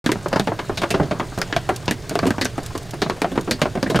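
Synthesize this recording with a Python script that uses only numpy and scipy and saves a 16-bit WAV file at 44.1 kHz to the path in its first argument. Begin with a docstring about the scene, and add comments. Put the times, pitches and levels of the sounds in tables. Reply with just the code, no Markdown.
"""A wash of heavy rain and low road rumble, with hail striking at once, heard inside a creeping car.
Stones thud and knock on the roof, crack on the windscreen and set the cabin air booming; each blow
is a spike plus a short, dense tail of reflections. Ice pellets tick on the glass.
A limiter holds down the hardest blows."""
import sys
import numpy as np
from scipy import signal
from scipy.fft import rfft, irfft
from scipy.io import wavfile
from scipy.ndimage import uniform_filter1d

SR = 44100
rng = np.random.default_rng(int(sys.argv[2]) if len(sys.argv) > 2 else 0)


def inscribe(sig):
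    """Save sig as 16-bit PCM at rate SR to the path in sys.argv[1].

    A 1-D sig is mono; a 2-D sig holds one channel per row.
    Samples are clipped to [-1, 1] before scaling.
    """
    pcm = np.round(np.clip(np.atleast_2d(sig).T, -1, 1) * 32767)
    wavfile.write(sys.argv[1], SR, pcm.astype(np.int16))


N = 176400


def amp(db):
    """Decibels to gain."""
    return 10 ** (np.asarray(db) / 20)


def unit(x):
    """Scales to energy 1."""
    return x / np.sqrt(np.sum(x ** 2) + 1e-20)


def read(points, hz):
    """Interpolates a table on a log-frequency axis."""
    points_hz, values = np.transpose(points)
    return np.interp(np.log(hz + 1), np.log(points_hz + 1), values)


def add(mix, start_s, sound):
    """Mixes a sound in at start_s."""
    part = mix[round(start_s * SR):][:len(sound)]
    part += sound[:len(part)]


def band(x, low_hz, high_hz, order):
    """Causal band-pass; order sets the upper slope."""
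    low_cut = signal.butter(3, low_hz, "high", fs=SR, output="sos")
    high_cut = signal.butter(order, high_hz, fs=SR, output="sos")
    return signal.sosfilt(np.vstack([low_cut, high_cut]), x + 1e-15)


def ring(x, hz, q):
    """One resonance, peak gain 1."""
    return signal.lfilter(*signal.iirpeak(hz, q, SR), x)


def drifting_noise(spectrum, patch_db, swell_db):
    """Noise of a given spectrum with drifting patches and a slow swell."""
    _, _, bins = signal.stft(rng.standard_normal(N), SR, nperseg=512)
    patches = uniform_filter1d(rng.standard_normal(bins.shape), size=7, axis=0)
    patches = uniform_filter1d(patches, size=9, axis=1)
    swell = uniform_filter1d(rng.standard_normal(bins.shape[1]), size=30)
    drift = amp(patch_db * patches / patches.std() + swell_db * swell / swell.std())
    noise = signal.istft(bins * drift, SR, nperseg=512)[1][:N]
    colour = amp(read(spectrum, np.fft.rfftfreq(N, 1 / SR)))
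    return irfft(rfft(noise) * colour, N) * np.sqrt(SR / 2)


def blow(low_hz, high_hz, decay_s, direct_share, pitch_hz=1000, q=1, boost=0, order=4):
    """A direct spike and its reflections ring a panel; energy equals 30 ms at rms 1."""
    t = np.arange(SR // 6) / SR
    build_s = 0.0032 * (1 - direct_share) ** 2 + 1e-5  # far blows swell as they spread through the body
    swell = 1 - np.exp(-t / build_s)
    t60_s = decay_s * (1 - 0.3 * direct_share)  # direct blows on glass die sooner than on the roof
    age = t / t60_s
    early = amp(-60 * np.maximum(age - 0.031, 0))  # brief hold, then decay
    late = amp(-8.5 - 60 * age / 2.68)  # the cabin's weaker, longer tail
    drive = np.array([t == 0, rng.standard_normal(len(t)) * swell * (early + late)])
    spike, scatter = band(drive + boost * ring(drive, pitch_hz, q), low_hz, high_hz, order)
    hit = np.sqrt(direct_share) * unit(spike) + np.sqrt(1 - direct_share) * unit(scatter)
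    return unit(hit) * np.sqrt(0.03 * SR)


# Rain spectrum: freq_hz, density_db
RAIN_SPECTRUM = [(100, -61), (300, -81), (600, -74), (1100, -79), (1700, -79), (2600, -83), (4300, -83),
                 (6500, -88.5), (9000, -92), (13000, -105), (15500, -106)]


def rain_wash():
    """Countless drops on the body merge into a hiss."""
    return drifting_noise(RAIN_SPECTRUM, patch_db=1.5, swell_db=0.7)


# Road and engine spectrum: freq_hz, density_db
RUMBLE_SPECTRUM = [(15, -85), (27, -87), (42, -62.5), (58, -79), (85, -62.5), (113, -53), (150, -58),
                   (220, -72.5), (400, -66.5), (1000, -100)]


def road_rumble():
    """Road and engine fill the cabin with low noise."""
    return drifting_noise(RUMBLE_SPECTRUM, patch_db=1, swell_db=0.6)


def patter(rate_per_s, low_hz, high_hz, decay_s, direct_share, level_db, spots=16):
    """Random small impacts of uneven size on spots of the body, each with its own pitch."""
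    size_db = 5 * np.minimum(rng.exponential(1, N), 3.5)
    impacts = amp(size_db) * (rng.random(N) < rate_per_s / SR)
    spot = rng.integers(0, spots, N)
    out = np.zeros(N)
    for k, pitch_hz in enumerate(np.geomspace(low_hz, high_hz, spots)):
        response = blow(low_hz, high_hz, decay_s, direct_share, pitch_hz, q=2.95, boost=2.9)
        out += signal.oaconvolve(impacts * (spot == k), response)[:N]
    return amp(level_db) * unit(out) * np.sqrt(N)


# Hailstone impacts: start_s, thud_hz, thud_db, knock_hz, knock_db, crack_hz, crack_db,
# splinter_db, directness (0-1)
HAILSTONES = [(0.062, 248, -18.5, 1590, -25, 3580, -27, -36.5, 0.76),
              (0.0918, 319, -19.4, 977, -24.5, 2200, -37, -54, 0.7),
              (0.118, 404, -21.5, 1960, -27.5, 2030, -26.5, -32, 0.81),
              (0.157, 202, -30, 864, -33.6, 2200, -50, -64.4, 0.85),
              (0.2598, 411.6, -25.5, 525, -25.5, 4400, -47, -65, 0.67),
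              (0.3291, 297.3, -25.5, 556, -20.7, 4683, -34.5, -45.5, 0.5),
              (0.3596, 211, -22, 893, -20.5, 4984, -34, -45, 0.44),
              (0.3969, 201.6, -19, 720, -23.5, 3680, -27, -36, 0.92),
              (0.4733, 445, -22, 851, -24, 2160, -33.5, -48, 0.47),
              (0.519, 321, -29, 624, -25.5, 2200, -67.5, -69, 0.67),
              (0.591, 374, -30.3, 1012, -27.5, 2160, -36, -51.2, 0.3),
              (0.6956, 398, -23.5, 672, -27, 2200, -55, -67.5, 0.68),
              (0.7732, 170.3, -31.5, 690, -34.5, 3920, -28.5, -39.5, 0.15),
              (0.818, 185.6, -30.5, 740, -27.5, 2720, -33.1, -42, 0.5),
              (0.8335, 339, -23.5, 563, -21.5, 2080, -33, -46.5, 0.38),
              (0.9051, 415, -25, 704, -29.5, 2640, -26, -32, 0.25),
              (0.941, 363, -18.5, 662, -21.5, 2900, -33.5, -54.5, 0.14),
              (0.9982, 142.4, -15.5, 710, -22.5, 2200, -54, -66, 0.15),
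              (1.03, 167, -33, 656, -40, 3180, -43.5, -64, 0.05),
              (1.111, 189, -23.5, 591, -25, 2270, -35.6, -56.5, 0.32),
              (1.1977, 327, -25.5, 1031, -24, 3330, -36.5, -51.5, 0.51),
              (1.377, 176, -26.5, 693.6, -30, 3310, -43.5, -46.5, 0.6),
              (1.4163, 144, -41, 1530, -24.5, 5030, -26.5, -35.5, 0.99),
              (1.5266, 293, -28.5, 1764, -24, 3046, -30.5, -59, 0.74),
              (1.5641, 181, -27.5, 705, -21, 3130, -27.5, -40.5, 0.65),
              (1.691, 381, -21.5, 775, -19, 2050, -36, -42, 0.35),
              (1.8803, 185, -22, 925, -25.5, 2765, -26.4, -51, 0.73),
              (1.9105, 243.6, -22.5, 1880, -26.5, 2990, -28.9, -31.5, 0.84),
              (2.095, 144, -36, 1520, -38.4, 4530, -35.5, -35.5, 1),
              (2.11, 309, -27, 673, -33, 2200, -42.0, -64, 0.36),
              (2.1547, 403, -21, 678, -23.5, 2754, -32.5, -40.5, 0.93),
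              (2.1907, 417, -31.5, 1130, -25, 4450, -30, -42.8, 1),
              (2.2293, 178, -21, 662, -24, 2200, -42.5, -54, 0.22),
              (2.256, 384.3, -21, 549, -30, 2200, -40, -51.5, 1),
              (2.267, 277, -17, 554, -28, 2870, -35, -36.5, 0.23),
              (2.3063, 219, -21, 1694, -25, 2104, -32.5, -40, 1),
              (2.382, 265, -27.5, 860, -28.5, 5652, -45, -56.5, 0.75),
              (2.4129, 258, -23.5, 1900, -26, 4420, -25, -35.5, 0.35),
              (2.4544, 438, -29, 1540, -26.0, 5950, -27.5, -36.5, 1),
              (2.58, 294, -25.5, 746, -29, 2170, -44.5, -52.5, 0.62),
              (2.7521, 396, -27, 1112, -31.5, 4650, -42.5, -51.5, 0.54),
              (2.934, 331, -30.5, 705, -35, 4597, -50, -59, 0.27),
              (3.0188, 384, -20, 758, -25, 3940, -25, -39.5, 0.42),
              (3.063, 159, -26.6, 633, -30.6, 2277, -49, -64.6, 0.75),
              (3.098, 380, -24, 1095, -23, 4130, -33, -45, 0.76),
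              (3.165, 260, -42, 890, -44, 2400, -53, -55, 0.2),
              (3.2183, 431, -21.0, 850, -25.5, 2150, -29, -37, 0.84),
              (3.2448, 372, -24.5, 744, -21, 2600, -40.5, -58.5, 0.83),
              (3.316, 266.6, -26, 520, -37, 3380, -46, -50, 0.13),
              (3.356, 303, -28, 793, -35, 2500, -44, -55, 0.37),
              (3.377, 347, -18, 982, -23.5, 2500, -38.5, -54.5, 0.84),
              (3.475, 328, -23.5, 506, -29.5, 2200, -50, -62.5, 0.1),
              (3.5108, 239.7, -21.5, 1749, -29, 4575, -22, -29, 0.62),
              (3.617, 255, -19.5, 544, -20, 2560, -24, -34.5, 0.6),
              (3.656, 372, -28.5, 620, -23, 2180, -43, -59.5, 0.75),
              (3.753, 382, -24.5, 710, -30, 2180, -46, -54.6, 0.3),
              (3.775, 154, -25, 694, -32.1, 2200, -47.5, -65, 0.96),
              (3.8285, 266, -20, 570, -25.5, 4860, -30.5, -40, 0.85),
              (3.862, 156, -24.5, 1824, -30.5, 2200, -45, -65, 0.18),
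              (3.8984, 339, -20.5, 659, -27.5, 3940, -34, -38, 0.05),
              (3.9459, 152.2, -19.5, 695, -22.5, 2220, -39, -50.5, 0.47),
              (3.958, 140, -18.5, 1447, -25, 3070, -27.5, -38, 0.36),
              (3.9905, 177, -24, 1238, -23, 2200, -38, -45, 0.8)]


def hail():
    """Each stone: a thud of the whole panel, a knock where it lands, a crack and splintering ice."""
    out = np.zeros(N)
    for stone in HAILSTONES:
        start_s, thud_hz, thud_db, knock_hz, knock_db, crack_hz, crack_db, splinter_db, directness = stone
        # a spot that rings lower is deeper and duller overall
        thud_low_hz = 111.3 * (thud_hz / 280) ** 0.43
        knock_high_hz = 1500 * (knock_hz / 800) ** 0.43
        crack_high_hz = 5120 * (crack_hz / 3300) ** 0.2
        thud = blow(thud_low_hz, 456, 0.099, 0.67 * directness, thud_hz, q=9.9, boost=2.2)
        knock = blow(450, knock_high_hz, 0.074, 0.719 * directness, knock_hz, q=7.6, boost=1.92)
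        crack = blow(1850, crack_high_hz, 0.069, 0.76 * directness, crack_hz, q=8, boost=1.7)
        splinter = blow(5370, 8800, 0.054, 0.728 * directness, order=2)
        add(out, start_s, amp(thud_db) * thud + amp(knock_db) * knock)
        add(out, start_s, amp(crack_db) * crack + amp(splinter_db) * splinter)
    return out


def glass_clacks():
    """Stones ring the glass near one pitch, louder the more they both knock and crack."""
    out = np.zeros(N)
    for start_s, _, _, _, knock_db, _, crack_db, _, directness in HAILSTONES:
        clack = blow(1400, 2900, 0.042, 0.5 * directness, pitch_hz=1680, q=3.7, boost=1.02)
        add(out, start_s, amp((knock_db + crack_db) / 2 - 3.5) * clack)
    return out


def cabin_boom(pitch_hz=107.7, t60_s=0.15):
    """Each thud drives the lowest mode of the cabin air; deeper thuds drive it harder."""
    t = np.arange(SR // 4) / SR
    attack = 1 - np.exp(-2 * pitch_hz * t)
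    mode = np.cos(2 * np.pi * pitch_hz * t) * attack * amp(-60 * t / t60_s)
    out = np.zeros(N)
    for start_s, thud_hz, thud_db, *_ in HAILSTONES:
        coupling = amp(-6) * (150 / thud_hz) ** 1.14
        add(out, start_s, amp(thud_db) * coupling * mode)
    return out


# Ice pellets on the glass: start_s, relative_db
ICE_PELLETS = [(0.0828, -47.5), (0.2844, -38.5), (1.3873, -35.5), (1.762, -32), (1.858, -40.5),
               (1.932, -46.5), (2.4476, -29.5), (2.633, -41), (2.6624, -34.5), (2.7777, -35), (2.831, -45),
               (2.9091, -37.5), (2.9408, -44.8), (3.4104, -39), (3.5938, -49)]


def pellets(gain_db=-4):
    """Light ice ticks on the windscreen without moving the panel."""
    out = np.zeros(N)
    for start_s, relative_db in ICE_PELLETS:
        tick = blow(2685, 9260, decay_s=0.0232, direct_share=0.36, order=2)
        add(out, start_s, amp(relative_db + gain_db) * tick)
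    return out


# Glass and cabin resonances: centre_hz, width_hz, boost_ratio
CABIN_MODES = [(175.2, 60, 0.321), (610.2, 47.5, 0.54), (683, 55, 0.43), (1065, 23.3, 0.1),
               (1593.6, 39, 0.465), (4280, 37, 0.2), (6640, 170, 0.356)]
# Stereo balance: freq_hz, left_minus_right_db
STEREO_BALANCE = [(30, -1.3), (70, -3.2), (170, -3.2), (380, -1), (700, 1.2), (1300, 1.5), (2400, .5),
                  (5000, -.1)]


def cabin(x, reflection_s=0.0007):
    """Glass and cabin resonate; early reflections set left and right apart, most in the treble."""
    resonance = sum(boost * ring(x, hz, hz / width_hz) for hz, width_hz, boost in CABIN_MODES)
    mid = rfft(x + resonance)
    hz = np.fft.rfftfreq(N, 1 / SR)
    reflections = 1j * np.sqrt(2) * np.sin(2 * np.pi * hz * reflection_s)
    side = mid * reflections * amp(read([(2000, -22), (5000, -15)], hz))
    lean = amp(read(STEREO_BALANCE, hz) / 2)
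    return irfft(np.array([(mid + side) * lean, (mid - side) / lean]), N)


def scene():
    """Rain, rumble and hail through the cabin; a faint second wash comes from all sides."""
    wash = rain_wash()
    drops = patter(296.5, 1501.5, 9500, decay_s=0.028, direct_share=0.35, level_db=-51.5)
    small_stones = patter(31, 260, 1498.5, decay_s=0.07, direct_share=0, level_db=-43)
    diffuse = amp(-30) * rain_wash()
    bed = wash + drops + small_stones + road_rumble()
    ice = hail() + glass_clacks() + cabin_boom() + pellets()
    return cabin(bed + ice) + np.array([diffuse, -diffuse])


def record(dry):
    """Fast, gentle limiter, soft overload, 42 ms of opening silence and a low-pass."""
    threshold_db, slope, peak_fall_db_per_s = -5.5, 0.24, 196
    peak_db = 20 * np.log10(abs(dry).max(0) + 1e-9)
    fall_db = np.arange(N) * peak_fall_db_per_s / SR
    held_db = np.maximum.accumulate(peak_db + fall_db) - fall_db
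    over_db = np.maximum(held_db - threshold_db, 0)
    limited = dry / amp(slope * uniform_filter1d(over_db, size=40))
    saturated = limited / (1 + limited ** 4) ** (1 / 4)
    gate = np.arange(N) > 0.042 * SR
    low_pass = signal.firwin(255, 15700, window=("kaiser", 9), fs=SR)
    return signal.oaconvolve(saturated * gate, low_pass[None], "same")


dry = scene()
out = record(dry)
inscribe(out)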